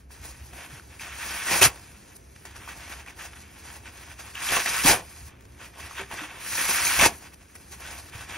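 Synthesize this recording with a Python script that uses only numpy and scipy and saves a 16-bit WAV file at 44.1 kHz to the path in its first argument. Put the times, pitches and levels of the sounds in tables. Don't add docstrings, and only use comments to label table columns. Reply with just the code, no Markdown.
import sys
import numpy as np
from scipy import signal
from scipy.fft import rfft, irfft, next_fast_len
from scipy.io import wavfile
from scipy.ndimage import uniform_filter1d, map_coordinates

SR = 44100
rng = np.random.default_rng(int(sys.argv[2]) if len(sys.argv) > 2 else 0)


def volts(x):
    e = np.asarray(x, float) / 20
    return 10 ** e


def master_out(mix):
    frames = np.transpose(np.atleast_2d(mix))
    ceiling = np.clip(frames, -1, 1)
    pcm = np.round(ceiling * 32767).astype(np.int16)
    wavfile.write(sys.argv[1], SR, pcm)


N = 369116
STEP_S = .001

# start t/s, peak t/s, parting t/s, peak level/dB, wetness/dB
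RIP_EVENTS = [
    (1.612, 1.624, 1.662, -15.5, 4),
    (4.837, 4.896, 4.909, -17, 4),
    (6.991, 7.059, 7.06, -13.5, -0.5),
]


def unit(x):
    return x / np.sqrt(np.mean(x ** 2) + 1e-20)


def along(points, hz):
    f, v = np.transpose(points)
    return np.interp(np.log(hz + 1), np.log(f + 1), v)


def wobble(rate):
    knots = rng.standard_normal(int(N * rate / SR) + 4)
    return map_coordinates(knots, [np.arange(N) * rate / SR])


def filtered(x, response):
    m = 2 * next_fast_len(N // 2 + 4096)
    return irfft(rfft(x, m) * response(np.fft.rfftfreq(m, 1 / SR)), m)[..., :N]


def clock():
    return np.arange(0, N / SR, STEP_S)


def per_sample(control):
    return np.interp(np.arange(N) / SR, clock(), control)


def bumps(rows, height):
    t = clock()
    return per_sample(sum(height(v) * np.exp(-((t - s) / half) ** 4) for s, v, half in rows))


def curve(rows):
    s, effort_db, wet_db = np.transpose(rows)
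    effort = np.interp(clock(), s, effort_db, left=-120, right=-120)
    return effort, np.interp(clock(), s, wet_db)


def swell(s, db, rise, fade, wet_db, hold=0):
    blunt = 0.22
    t = clock() - s
    before = -t / max(rise, STEP_S)
    after = (t - hold) / max(fade, STEP_S)
    away = np.maximum(np.maximum(before, after), 0)
    return db - 10 * (np.hypot(away, blunt) - blunt), wet_db + 0 * t


def room():
    # f/Hz, level/dB per Hz
    rumble_colour = [(15, -50), (30, -14.5), (45, -8.5), (65, 7), (85, -2), (130, -5.5), (220, -43.5)]
    hiss_colour = [(80, -16), (150, 4.5), (330, 2), (600, -4.5), (2000, -16), (3400, -29), (6000, -59),
                   (9000, -45), (12500, -48), (16000, -34.5)]
    # t/s, change/dB, half length/s
    leans = [(.25, 5.5, .08), (.44, 4.5, 0.035), (1.1, 2.5, .1), (2.25, -3, 0.13), (2.6, 6, 0.052),
             (4.2, 1.5, 0.035), (5.24, 3.5, 0.053), (5.48, 4.5, .08), (5.83, 5, 0.046), (7.3, -5, 0.049),
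             (7.5, -5.5, 0.052), (8.3, 3, 0.13)]
    # t/s, change/dB, half length/s
    lulls = [
        (.04, -3.5, 0.064),
        (2.28, -1.5, 0.076),
        (5.4, 0.5, 0.084),
        (7.48, -3, 0.095),
    ]
    gust_over_rip_db = [-10, -24, -21.5]
    gusts = sum(volts(db + gust_db) for (db, _), gust_db in zip(rips(), gust_over_rip_db))
    gusts = uniform_filter1d(gusts, size=40)
    hum = unit(filtered(rng.standard_normal((2, N)), lambda hz: volts(along(rumble_colour, hz))))
    hiss = unit(filtered(rng.standard_normal((2, N)), lambda hz: volts(along(hiss_colour, hz))))
    stirred = filtered(per_sample(gusts) * hum, lambda hz: hz ** 4 / (hz ** 4 + 49.0 ** 4))
    hum_gain = volts(-51.5 + bumps(leans, float) + wobble(5))
    hiss_gain = volts(bumps(lulls, float) - 56.5 + 0.77 * wobble(6.1))
    return hum_gain * hum + stirred + hiss_gain * hiss


def seeping():
    # t/s, effort level/dB, wetness/dB
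    seep = [(0, -61, 2), (.09, -75, -1), (.12, -54.5, 0.5), (.82, -58.5, 3.5), (1.74, -50.5, 1),
            (2.1, -57.5, 2), (2.23, -62.5, 3), (2.44, -59, 5), (2.52, -60, -19), (3.15, -58, -3),
            (3.46, -52.5, -0.5), (4.15, -61, 3), (5.28, -53, 4.5), (5.32, -67, -3), (5.53, -60.5, 1.5),
            (7.16, -53, 6), (7.36, -63.5, 3), (8.1, -50.5, 2)]
    return [curve(seep)]


def rings(events, attack, crack):
    out, t = np.zeros(N + SR), np.arange(SR // 4) / SR
    for s, db, hz, t60 in events:
        swing = np.sin(2 * np.pi * hz * t) + crack * rng.standard_normal(len(t))
        envelope = volts(db - 60 * t / max(t60, .002)) * (1 - np.exp(-t / attack))
        out[round(s * SR):][:len(t)] += envelope * swing
    return out[:N]


def loud_snaps():
    # t/s, peak level/dB, pitch f/Hz
    snaps = [(0.105, -43, 993), (0.797, -32.5, 1420), (0.996, -28, 2400), (1.486, -15.5, 1880),
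             (1.539, -25, 2070), (1.616, -9, 2570), (1.63, -3.5, 3060), (2.451, -42, 1380),
             (2.564, -43, 2000), (2.677, -26.5, 1100), (2.69, -29, 1430), (3.062, -35, 1940),
             (3.084, -29, 2420), (3.177, -42, 1220), (4.354, -22, 2880), (4.489, -16.5, 3170),
             (4.57, -10, 1140), (4.66, -15, 1890), (4.751, -20, 1900), (4.847, -15.5, 3310),
             (5.453, -51, 900), (5.911, -28, 1190), (5.981, -27.5, 2410), (6.112, -27.5, 1100),
             (6.554, -19.5, 5700), (6.869, -11, 2360), (6.996, -7, 2260), (7.554, -44, 5470)]
    t60_s = 0.0095
    return volts(3.5) * rings([(*row, t60_s) for row in snaps], attack=0.00046, crack=0.23)


def film_pops():
    # t/s, effort level/dB
    pops = [(0.108, -49), (.797, -52.5), (2.454, -39), (2.565, -44), (3.063, -46), (4.662, -24),
            (5.409, -51), (5.424, -57), (5.454, -49.5), (5.522, -56), (6.115, -39), (7.554, -52)]
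    return [swell(s, db, rise=0.00073, fade=0.0019, wet_db=1) for s, db in pops]


def pinches():
    # t/s, effort level/dB, time to fade 10 dB/s, wetness/dB
    grips = [(.12, -54, .06, 5), (2.169, -58, 0, 13), (2.365, -48, -0.1, -2), (2.46, -47, 0.07, -2),
             (2.686, -41.5, 0.06, -1), (2.925, -39.5, 0.01, 0.5), (3.34, -44, -0.06, -15),
             (3.56, -54, 0.3, -0.5), (7.345, -51.5, -0.1, 7), (2.81, -47, 0.2, -2), (4.199, -41.5, .03, -1),
             (5.08, -52.5, 0.1, -13), (5.275, -54.5, 0.1, -8), (5.74, -50.5, 0.85, -7),
             (7.42, -52, -0.33, -12), (7.56, -64, 3, 6)]
    return [swell(s, db, 0.011, fade, wet) for s, db, fade, wet in grips]


def held_squeezes():
    squeezes = [(0.238, 0.308, -49, 2.5), (0.352, 0.483, -57.5, 2), (0.54, .66, -48, -3),
                (0.71, 0.78, -46.5, -1.5), (0.91, 0.971, -53, -1), (2.563, 2.656, -48.5, -0.5),
                (2.77, 2.934, -47, 0), (2.948, 3.01, -46, -2), (3.084, 3.102, -44.5, -4),
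                (3.2, 3.259, -41.5, -0.5), (3.364, 3.416, -52.5, 3), (3.66, 3.767, -49, 0.5),
                (3.867, 3.882, -44, -4), (3.95, 4.122, -48, -1), (4.21, 4.31, -47, 0.5),
                (5.61, 5.659, -45, -2.5), (5.802, 5.868, -43.5, 0), (5.905, 5.974, -45.5, -1.5),
                (5.991, 6.01, -32, -7), (6.127, 6.244, -37, -4), (6.26, 6.453, -43.5, -7.5),
                (7.232, 7.265, -47, -2.5), (7.732, 7.745, -50.5, 4), (7.825, 7.942, -42.5, -1.5),
                (7.978, 7.992, -47.5, 2), (8.141, 8.238, -43, -2), (8.297, 8.37, -39, -4)]
    press_s, let_go_s = 0.022, 0.022
    return [swell(start, db, press_s, let_go_s, wet, hold=end - start)
            for start, end, db, wet in squeezes]


def finger_rubs():
    # t/s, level/dB, half length/s
    rubs = [
        (.6, -60, 0.06),
        (3.255, -76, 0.013),
        (3.33, -65, 0.013),
        (7.43, -68.5, 0.0064),
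        (7.56, -55, 0.0067),
        (7.73, -63, 0.013),
        (7.93, -71, 0.071),
    ]
    return bumps(rubs, volts)


def block_thumps():
    # t/s, peak level/dB, pitch f/Hz, time to fall 60 dB/s
    thumps = [(0.729, -37.5, 131, 0.098), (1.615, -18, 388, 0.077), (1.66, -30.5, 133, 0.077),
              (4.548, -41, 390, 0.098), (4.849, -17.5, 282, 0.064), (4.93, -44, 370, 0.078),
              (5.995, -38, 389, 0.19), (6.215, -38, 305, 0.16), (6.997, -33, 395, 0.036),
              (7.048, -43, 398, 0.067), (8.149, -33, 108, 0.073),
              (4.847, -22.5, 171, 0.049),
    ]
    return volts(3.0) * rings(thumps, attack=0.0023, crack=0)


def crack_pulls():
    # t/s, effort level/dB, wetness/dB
    pulls = [
        [(.99, -58, 4.5), (1.01, -37, -1.5), (1.112, -41, -6.5), (1.164, -41, 0), (1.25, -35, -0.5),
         (1.438, -36, 1), (1.538, -21, 0), (1.58, -27.5, 4), (1.612, -29.5, 2)],
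        [(4.335, -50, -2), (4.357, -37.5, -6), (4.458, -33, 1.5), (4.564, -21.5, -1.5), (4.65, -36, 2),
         (4.66, -25, -3.5), (4.702, -29, 1), (4.78, -29.5, 2), (4.845, -32.5, 5)],
        [(6.4, -51.5, 6.5), (6.506, -34.5, 2), (6.57, -33, 3), (6.58, -27, 1), (6.654, -31, 2.5),
         (6.864, -27, 2.5), (6.954, -28.5, 2), (6.992, -24.5, 2)],
    ]
    return [curve(pull) for pull in pulls]


def rips():
    start_under_peak_db, sag_db_per_s = [-10, -11, -7.5], 69
    fall_db_per_s, parted_db = [808, 347, 712], -37
    for (start, peak, parting, db, wet_db), start_db, fall in zip(RIP_EVENTS, start_under_peak_db, fall_db_per_s):
        sagged_db = db - sag_db_per_s * (parting - peak)
        yield curve([(start, db + start_db, wet_db), (peak, db, wet_db), (parting, sagged_db, wet_db),
                     (parting - parted_db / fall, sagged_db + parted_db, wet_db)])


def springing_back():
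    under_rip_db = [-26, -13, -26.5]
    return [swell(parting + 0.023, db + under_db, rise=0.022, fade=0.043, wet_db=-4.5)
            for (_, _, parting, db, _), under_db in zip(RIP_EVENTS, under_rip_db)]


def cell_power(effort_db, wet_db, big_db):
    big = big_db + 0.076 * wet_db
    main = 0 * wet_db
    fine = -4.5 + wet_db
    finest = -9 + 1.48 * wet_db
    return volts(2 * (effort_db + np.array([big, main, fine, finest])))


def gestures():
    big_over_main = {"seep": -10.5, "hands": -9, "pull": -12.5, "rip": -8, "settle": 2.5}
    hands = pinches() + held_squeezes() + film_pops()
    kinds = {"seep": seeping(), "hands": hands, "rip": rips(), "settle": springing_back()}
    power = 0
    for kind, group in kinds.items():
        for effort_db, wet_db in group:
            power = power + cell_power(effort_db, wet_db, big_over_main[kind])
    crack_width_db = [2, -1, -2.5]
    for (effort_db, wet_db), width_db in zip(crack_pulls(), crack_width_db):
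        big_db = big_over_main["pull"] + width_db + 0.41 * (effort_db + 30)
        power = power + cell_power(effort_db, wet_db, big_db)
    return np.array([per_sample(gain) for gain in np.sqrt(power)]) + finger_rubs()


def slips(rate, settle):
    gives = (rng.random(N) < rate / SR) * rng.exponential(size=N)
    slip = signal.lfilter([1], [1, -np.exp(-1 / (settle * SR))], gives)
    return unit(slip - slip.mean())


def crackle(spectrum, rate, spread_db, hiss, patchy_db):
    chance = rng.random((2, N))
    size = rng.exponential(size=(2, N))
    noise = rng.standard_normal((2, N))
    breaks = (chance < rate / SR) * volts(spread_db * np.minimum(size, 4)) * np.sign(noise[::-1])
    hz, _, z = signal.stft(unit(breaks) + hiss * noise, SR, nperseg=512)
    field = uniform_filter1d(rng.standard_normal(z.shape[1:]), size=5, axis=0)
    field = uniform_filter1d(field, size=7, axis=1)
    coloured = z * volts(patchy_db * unit(field) + along(spectrum, hz)[:, None])
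    return unit(signal.istft(coloured, nperseg=512)[1][:, :N])


def tearing():
    # f/Hz, level/dB per Hz
    big_colour = [(90, -7), (200, -4.5), (380, 1.5), (550, -3), (800, 0.5), (1100, -1), (1600, -41.5)]
    main_colour = [(600, -41), (900, -6.5), (1200, -2.5), (1700, -1), (2500, -1.5), (2850, -4.5),
                   (3600, -8.5), (4400, -25.5), (5200, -56)]
    fine_colour = [(3000, -56), (3800, -9), (5000, -6), (6200, -5), (7200, -5.5), (8000, 0.5), (9000, -63)]
    finest_colour = [(7000, -48), (8000, -4), (8900, -0.5), (10200, -4), (12000, -8.5), (13200, -6.5),
                     (14200, -18), (15600, 0), (16200, -62)]
    big, main, fine, finest = gestures()
    jerk = 0.8 * slips(45, settle=0.018) + 0.87 * slips(200, settle=0.0039)
    body = volts(1.72 * jerk + 0.57 * wobble(25))
    body = body * crackle(big_colour, 750, spread_db=2.0, hiss=0.71, patchy_db=1.0)
    cells = volts(-1.7 + 0.4 * jerk + 1.43 * wobble(40))
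    cells = cells * crackle(main_colour, 2670, spread_db=3.5, hiss=0.69, patchy_db=0.38)
    fizz = volts(0.5 + 0.85 * jerk + 0.76 * wobble(40))
    fizz = fizz * crackle(fine_colour, 4000, spread_db=2.5, hiss=0.77, patchy_db=1.24)
    air = volts(3 + 1.1 * jerk + wobble(40))
    air = air * crackle(finest_colour, 6000, spread_db=2.5, hiss=1.0, patchy_db=1.6)
    return big * body + main * cells + fine * fizz + finest * air


def echoes(hz, wet_db, t60):
    t = np.arange(8000) / SR
    tail = rng.standard_normal(len(t)) * volts(-60 * t / t60) * (t > .001)
    return 1 + volts(wet_db) * rfft(tail / np.linalg.norm(tail), 2 * (len(hz) - 1))


def ports(pair, turns):
    # f/Hz, half phase turn/rad
    paths = [(8750, 1.9), (9900, 2.72), (11200, 2.97), (12400, 3.45), (13500, 4.4), (15150, 4.97),
             (15500, 5.17), (16000, 5.1)]
    # f/Hz, share/0-1
    tied = [(100, .2), (1500, .3), (4000, .45), (6500, .6), (9200, .7), (10500, .3), (15000, .4)]
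    turn = lambda hz: along(turns + paths, hz)
    same = lambda hz: np.clip(along(tied, hz), 0, 1)
    shares = lambda hz: np.array([same(hz), np.sqrt(1 - same(hz) ** 2)])
    mid = filtered(pair[0], lambda hz: np.cos(turn(hz)))
    side = filtered(pair, lambda hz: 1j * np.sin(turn(hz)) * shares(hz)).sum(axis=0)
    return np.array([mid + side, mid - side]) * volts([[-.15], [.15]])


def masked(x, band_db, clump_db, bin_db, moody_db):
    size, lead = 1024, 2048 - 688
    n, k = np.arange(2 * size), np.arange(size)
    window = np.sin(np.pi * (n + .5) / (2 * size))
    basis = window * np.cos(np.pi / size * np.outer(k + .5, n + .5 + size / 2)) * np.sqrt(2 / size)
    count = (N + lead) // size + 2
    halves = np.pad([x[0] + x[1], x[0] - x[1]], ((0, 0), (lead, count * size - N - lead)))
    halves = halves.reshape(2, count, size) / 2
    z = np.concatenate([halves[:, :-1], halves[:, 1:]], axis=2) @ basis.T

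    def mean(width):
        power = (z ** 2).reshape(2, count - 1, -1, width).mean(axis=3)
        return np.repeat(power, width, axis=2)

    both = mean(width=16).sum(axis=0)
    mood = uniform_filter1d(rng.standard_normal((count - 1, 1)), size=3, axis=0) * np.sqrt(3)
    energy = both[:, 64:].sum(axis=1)
    loudness = energy[:, None] + 1e-12
    floor = both * volts(2 * moody_db * mood * (1 + (k > 690)))
    floor = floor * (loudness / np.median(loudness)) ** -.06
    keep = mean(width=16) > volts(2 * band_db) * floor
    keep &= mean(width=4) > volts(2 * clump_db) * floor
    keep &= z ** 2 > volts(2 * bin_db) * floor
    keep |= (energy > volts(2 * 5.5) * np.roll(energy, 1))[:, None]
    keep |= (energy < volts(2 * -9) * np.roll(energy, 1))[:, None]
    hz = (k + .5) * SR / (2 * size)
    frames = (z * (keep | (hz < 1200)) * (hz < 15950)) @ basis
    joined = (frames[:, 1:, :size] + frames[:, :-1, size:]).reshape(2, -1)
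    mid, side = joined[:, lead - size:lead - size + N]
    return np.array([mid + side, mid - side])


def scene():
    # f/Hz, turn/rad
    near_turns = [(60, .05), (1400, .25), (2300, .12), (2900, .45), (4800, .46), (5300, .2), (6300, .35),
                  (7300, 1.2)]
    # f/Hz, turn/rad
    room_turns = [(60, 0.023), (300, 0.34), (700, 1), (1400, 1)]
    sponge = filtered(tearing() + loud_snaps(), lambda hz: echoes(hz, wet_db=-10.0, t60=0.088))
    return ports(sponge + block_thumps(), near_turns) + ports(room(), room_turns + near_turns[2:])


def top_cut(x):
    return signal.sosfilt(signal.butter(12, 16090, fs=SR, output="sos"), x)


def record(dry):
    rounded = dry / (1 + np.abs(dry / .9) ** 4) ** .25
    thinned = masked(rounded, band_db=-10, clump_db=-10, bin_db=-22, moody_db=1.9)
    return top_cut(thinned)


dry = scene()
out = record(dry)
master_out(out)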